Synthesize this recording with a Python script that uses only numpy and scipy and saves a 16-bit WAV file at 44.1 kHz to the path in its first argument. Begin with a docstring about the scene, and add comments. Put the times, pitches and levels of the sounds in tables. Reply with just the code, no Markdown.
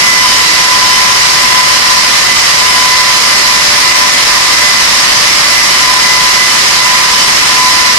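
"""A multi-wire saw cuts a stone block in a factory hall, close enough to overload the microphones.
From the start, wet wires hiss over the roar of the hall, the toothed drive whines near 1 kHz and
flutters with each turn of its shaft, and a motor and pumps hum underneath. Almost at once an overtone
flares into the first of many squeals. Half a second in, a panel of the frame drones briefly.
After the first second the motor grows louder under load, and the saw runs on to the end."""
import sys
import numpy as np
from scipy import signal
from scipy.fft import rfft, irfft
from scipy.io import wavfile
from scipy.ndimage import uniform_filter1d

SR = 44100
rng = np.random.default_rng(int(sys.argv[2]) if len(sys.argv) > 2 else 0)


def wav_record(signal):
    """Record a signal, one row per channel, as 16-bit PCM in the file named by sys.argv[1]."""
    frames = np.transpose(np.atleast_2d(signal))
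    bounded = np.clip(frames, -1, 1)
    # unit amplitude maps onto the largest positive 16-bit level
    quanta = np.round(bounded * 32767).astype(np.int16)
    wavfile.write(sys.argv[1], SR, quanta)


N = 351918
TIME, HZ = np.arange(N) / SR, np.fft.rfftfreq(N, 1 / SR)


def amp(db):
    """The decibel scale: 20 dB is a factor of ten in amplitude."""
    return 10 ** (np.asarray(db) / 20)


def unit_rms(x):
    """Normalisation: each channel is scaled to rms 1."""
    return x / np.sqrt(np.mean(abs(x) ** 2, -1, keepdims=True) + 1e-20)


def over_frequency(points):
    """Interpolation of (Hz, value) rows along a logarithmic frequency axis."""
    hz, value = np.transpose(points)
    return np.interp(np.log(HZ + 1), np.log(hz + 1), value)


def over_time(points):
    """Linear interpolation of (seconds, value) rows over all samples."""
    return np.interp(TIME, *np.transpose(points))


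def white_spectra():
    """Incoherent sources: the spectra of two independent white noises."""
    return rfft(rng.standard_normal((2, N)))


def drift(rate_hz):
    """Low-pass noise: a random curve of rms 1 that moves at up to about rate_hz."""
    count = 2048
    hz = np.fft.rfftfreq(count, TIME[-1] / count)
    low_pass = (hz > 0) / (1 + (hz / rate_hz) ** 2)
    slow = irfft(rfft(rng.standard_normal(count)) * low_pass)
    return np.interp(TIME, np.linspace(0, TIME[-1], count), unit_rms(slow))


def pan(level_db, lean_db):
    """Constant-power panning: left and right levels in dB that differ by lean_db."""
    left_db = level_db + 10 * np.log10(2 / (1 + amp(-lean_db) ** 2))
    return left_db, left_db - lean_db


def hall_tone(cycles, sides_db, lead_rad, waver_db, blur_rad):
    """Multipath interference: a sine wavers in level and phase at each of the two microphones."""
    start_rad = 2 * np.pi * rng.random()
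    channels = []
    for db, shift_rad in zip(sides_db, (lead_rad / 2, -lead_rad / 2)):
        phase = 2 * np.pi * cycles + start_rad + shift_rad + blur_rad * drift(0.84)
        channels.append(np.sqrt(2) * amp(db + waver_db * drift(9.9)) * np.sin(phase))
    return np.array(channels)


# Spectrum of the hall's roar and the wires' hiss. Each row: frequency in Hz, relative density in dB.
ROAR_SPECTRUM = [(25, -62.5), (80, -58), (200, -55.5), (290, -56), (600, -51.5), (830, -51.5), (1020, -44),
                 (1200, -46.5), (1600, -49), (2000, -41.5), (2550, -47.5), (3400, -49), (4400, -47),
                 (5050, -42.5), (6500, -50.5), (8500, -56.5), (10300, -58), (14000, -69.5)]
# Balance of the roar. Each row: frequency in Hz, left minus right level in dB.
ROAR_BALANCE = [(300, 0), (620, 2), (1050, 3), (1600, 0.5), (2000, -3), (2800, -3.5), (4300, -5.5),
                (5300, -0.8), (6300, 2.5), (8500, -0.6), (13000, 0)]
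# The hall's diffuse field. Each row: frequency in Hz, left-right correlation from -1 to 1.
HALL_CORRELATION = [(60, 1), (210, 0.91), (400, -0.022), (580, -0.51), (850, 0.19), (1200, 0.23),
                    (1650, 0.33), (2050, -0.58), (2900, 0.16), (3500, -0.022), (4300, -0.046),
                    (5200, 0.039), (6100, -0.098), (7300, 0.096), (8500, -0.069)]
def grinding_roar(patchy_db=0.97, surge_db=0.02, bright_hz=2500):
    """Superposition: countless diamond beads grind wet stone and blend into the hall's diffuse field."""
    left, independent = white_spectra() * np.sqrt(SR / 2)
    correlation = over_frequency(HALL_CORRELATION)
    right = correlation * left + np.sqrt(1 - correlation ** 2) * independent
    density_db = over_frequency(ROAR_SPECTRUM) + np.outer([0.5, -0.5], over_frequency(ROAR_BALANCE))
    steady = irfft(np.array([left, right]) * amp(density_db), N)
    # The treble shifts in small patches.
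    hz, frame_s, spectrogram = signal.stft(steady, SR, nperseg=512)
    patches = rng.standard_normal((len(frame_s), len(hz)))
    patches = uniform_filter1d(patches, size=11, axis=0)  # across time
    patches = uniform_filter1d(patches, size=8, axis=1).T  # across frequency
    surge = np.interp(frame_s, TIME, drift(19))
    treble = hz[:, None] ** 2 / (hz[:, None] ** 2 + bright_hz ** 2)
    flicker_db = treble * (patchy_db * patches / patches.std() + surge_db * surge)
    return signal.istft(spectrogram * amp(flicker_db), SR)[1][:, :N]


MESH_HZ, TEETH = 1010.1, 76
# The whine's swells in the hall's standing waves. Each row: time in seconds, relative level in dB.
WHINE_SWELLS = [(0.0, -25), (0.14, -23.0), (0.25, -16.5), (0.5, -26.5), (0.74, -14.5), (1.12, -16.5),
                (1.32, -25.5), (1.56, -13.0), (1.8, -20.5), (1.92, -14.5), (2.36, -31), (2.6, -20.5),
                (2.96, -17), (3.36, -25.5), (3.56, -20), (3.66, -27), (4.04, -15.5), (4.2, -29),
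                (4.34, -20.5), (4.5, -29), (5.7, -27), (5.92, -17), (6.26, -19.5), (6.4, -24), (6.7, -26.5),
                (6.88, -14), (7.4, -30), (7.6, -12.5), (7.98, -20)]
# Balance of the whine. Each row: time in seconds, left minus right level in dB.
WHINE_BALANCE = [(0.0, 9), (0.68, 0), (1.68, 54), (2.96, -1), (3.72, -2), (4.0, 15), (4.32, 4), (4.72, 0),
                 (5.16, 16), (5.48, 9), (7.2, -3.5), (7.97, 8)]
def drive_whine(mesh_cycles, gain_db=0.5):
    """Periodic excitation: meshing teeth radiate a tone at the rate at which they engage."""
    sides_db = pan(over_time(WHINE_SWELLS) + gain_db, over_time(WHINE_BALANCE))
    return hall_tone(mesh_cycles, sides_db, lead_rad=0.46, waver_db=1.45, blur_rad=0.44)


# Sidebands round the whine. Each row: harmonic number, half-width of the skirt in Hz,
# left level in dB, right level in dB.
SHAFT_SIDEBANDS = [(1, 15, -27.5, -33), (1, 70, -27.5, -31), (2, 55, -30.5, -27.5), (3, 20, -36, -32)]
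def shaft_flutter(half_width_hz=3.0):
    """Modulation: each turn of the shaft shakes the whine, giving sidebands one shaft rate apart."""
    shaft_hz = MESH_HZ / TEETH
    off_line_hz = (HZ + shaft_hz / 2) % shaft_hz - shaft_hz / 2
    comb = 1 / (1 + (off_line_hz / half_width_hz) ** 2)
    out = np.zeros((2, N))
    for harmonic, skirt_hz, *sides_db in SHAFT_SIDEBANDS:
        off_carrier_hz = abs(HZ - round(harmonic) * MESH_HZ)
        skirt = (off_carrier_hz > shaft_hz / 2) / (1 + (off_carrier_hz / skirt_hz) ** 2)
        sidebands = unit_rms(irfft(white_spectra() * comb * skirt, N))
        out += amp(sides_db)[:, None] * sidebands
    return out


# Tones of the main motor. Each row: harmonic number, left and right relative levels in dB,
# phase lead of the left in radians.
MOTOR_HARMONICS = [(5, -30, -35, 2.0), (10, -32.5, -30, 0), (15, -29.5, -25, 1.8), (18, -38, -28.5, -2.1),
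                   (20, -39, -29.5, -1.6)]
# The motor's swell under load. Each row: time in seconds, gain in dB.
MOTOR_LOAD = [(0, -3), (1, -3), (1.5, .5), (2.4, 0), (3.3, 1), (5.6, 1), (7.2, 0), (7.98, -1)]
def motor_hum(fundamental_hz=119.0, gain_db=-0.5):
    """A harmonic series: constant speed holds the motor's pitch while its level follows the load."""
    cycles = fundamental_hz * TIME
    series = sum(hall_tone(harmonic * cycles, sides_db, lead_rad, waver_db=2.0, blur_rad=0.25)
                 for harmonic, *sides_db, lead_rad in MOTOR_HARMONICS)
    return amp(gain_db + over_time(MOTOR_LOAD)) * series


# Steady tones of pumps and pulleys; the last two rows are steady sidebands seven shaft turns either side of the
# whine's octave. Each row: frequency in Hz, left level in dB, right level in dB.
STEADY_TONES = [(47.8, -45, -45), (134.5, -47, -47), (147.1, -49, -49), (233.5, -48, -47), (547.4, -40, -45),
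                (752.5, -45, -41), (1926.9, -36, -32), (2113.7, -37, -35)]
def steady_hum():
    """Steady rotation: pumps and pulleys each radiate at a constant frequency, and two steady sidebands stand
    seven shaft turns either side of the whine's octave."""
    return sum(hall_tone(hz * TIME, sides_db, lead_rad=0, waver_db=2.0, blur_rad=0.56)
               for hz, *sides_db in STEADY_TONES)


# The whine's overtones between squeals. Each row: harmonic number, left level in dB, right level in dB.
RESTING_OVERTONES = [(2, -27, -27), (3, -33, -30.5), (4, -32, -27.5), (5, -33, -33.5), (6, -37, -36)]
def drive_overtones(mesh_cycles, restless_db=3.5):
    """Harmonics: whole multiples of the mesh rate rise and sink by chance and flare into squeals."""
    out = np.zeros((2, N))
    for harmonic, *rest_db in RESTING_OVERTONES:
        resting = amp([db + restless_db * drift(7.6) for db in rest_db])
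        sides_db = 20 * np.log10(np.hypot(resting, squeal_gain(harmonic)))  # powers add
        out += hall_tone(harmonic * mesh_cycles, sides_db, lead_rad=1.38, waver_db=1.0, blur_rad=0.47)
    return out


# Squeals of the overtones. Each row: centre in seconds, length in seconds, harmonic number,
# peak level in dB, left minus right level in dB.
SQUEAL_EVENTS = [(0.117, 0.24, 2, -13, -16), (0.328, 0.17, 3, -21.5, -1), (0.568, 0.65, 2, -20.5, -8),
                 (0.94, 0.23, 3, -24, -4), (1.483, 0.32, 2, -21.5, -10), (2.313, 0.12, 2, -15.5, -16),
                 (2.38, 0.13, 3, -23.0, -12), (2.71, 0.16, 2, -21, 11), (2.8, 0.24, 3, -23, -11),
                 (2.944, 0.19, 2, -17.5, 3), (3.37, 0.16, 2, -19, -1), (3.905, 0.1, 2, -17.0, -12),
                 (4.673, 0.36, 2, -16.5, -15), (5.08, 0.17, 3, -26, -10), (5.28, 0.096, 2, -21, 6),
                 (5.59, 0.2, 2, -19.0, -11), (5.756, 0.11, 3, -20, -21), (6.117, 0.17, 2, -15, 2),
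                 (6.423, 0.12, 2, -12.5, -10), (6.852, 0.11, 2, -17, -3), (7.198, 0.1, 3, -20, -10),
                 (7.875, 0.24, 2, -17, -16)]
def squeal_gain(harmonic, edge_db=-7.5):
    """Gaussian envelopes: each squeal stands at edge_db, relative to its peak, half a length away."""
    gain = np.zeros((2, N))
    for centre_s, length_s, squealing_harmonic, level_db, lean_db in SQUEAL_EVENTS:
        if round(squealing_harmonic) == harmonic:
            near = abs(TIME - centre_s) < 2 * length_s
            swell = amp(edge_db * (2 * (TIME[near] - centre_s) / length_s) ** 2)
            gain[:, near] += np.outer(amp(pan(level_db, lean_db)), swell)
    return gain


def panel_drone(hz=320, start_s=0.38, attack_s=0.13, hold_s=0.19, release_s=0.38):
    """Plate vibration: the tone of a frame panel swells, holds and dies back to a faint rest."""
    rest_db, hold_db = -56, -38.5
    corners_s = np.cumsum([start_s, attack_s, hold_s, release_s])
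    level_db = np.interp(TIME, corners_s, [rest_db, hold_db, hold_db, rest_db])
    return hall_tone(hz * TIME, (level_db, level_db), lead_rad=0, waver_db=5.5, blur_rad=0.1)


def scene(wander_hz=0.579):
    """Linear superposition: the pressures of all the sources add at the microphones."""
    roar = grinding_roar()
    mesh_cycles = np.cumsum(MESH_HZ + wander_hz * drift(1.23)) / SR  # the drive's speed wanders slightly
    return (roar + drive_whine(mesh_cycles) + shaft_flutter() + motor_hum() + steady_hum()
            + drive_overtones(mesh_cycles) + panel_drone())


def record(dry, gain_db=1.5, limit_db=4.36, recover_db_per_s=110, mono_hz=110, cutoff_hz=14150):
    """Overload: a limiter ducks the highest peaks; what still exceeds full scale clips before a low-pass."""
    mid = dry.mean(0)
    side_high_pass = HZ / np.hypot(HZ, mono_hz)  # leaves the bass nearly mono
    side = irfft(rfft((dry[0] - dry[1]) / 2) * side_high_pass, N)
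    loud = amp(gain_db) * np.array([mid + side, mid - side])
    peak_db = 20 * np.log10(abs(loud).max(0) + 1e-9)
    over_db = np.maximum(peak_db - limit_db, 0)
    recovery_db = recover_db_per_s * TIME
    duck_db = np.maximum.accumulate(over_db + recovery_db) - recovery_db  # fast attack, slower release
    clipped = np.clip(loud * amp(-uniform_filter1d(duck_db, size=32)), -1, 1)
    low_pass = signal.firwin(511, cutoff_hz, window=("kaiser", 7), fs=SR)
    return signal.oaconvolve(clipped, low_pass[None], "same")


dry = scene()
out = record(dry)
wav_record(out)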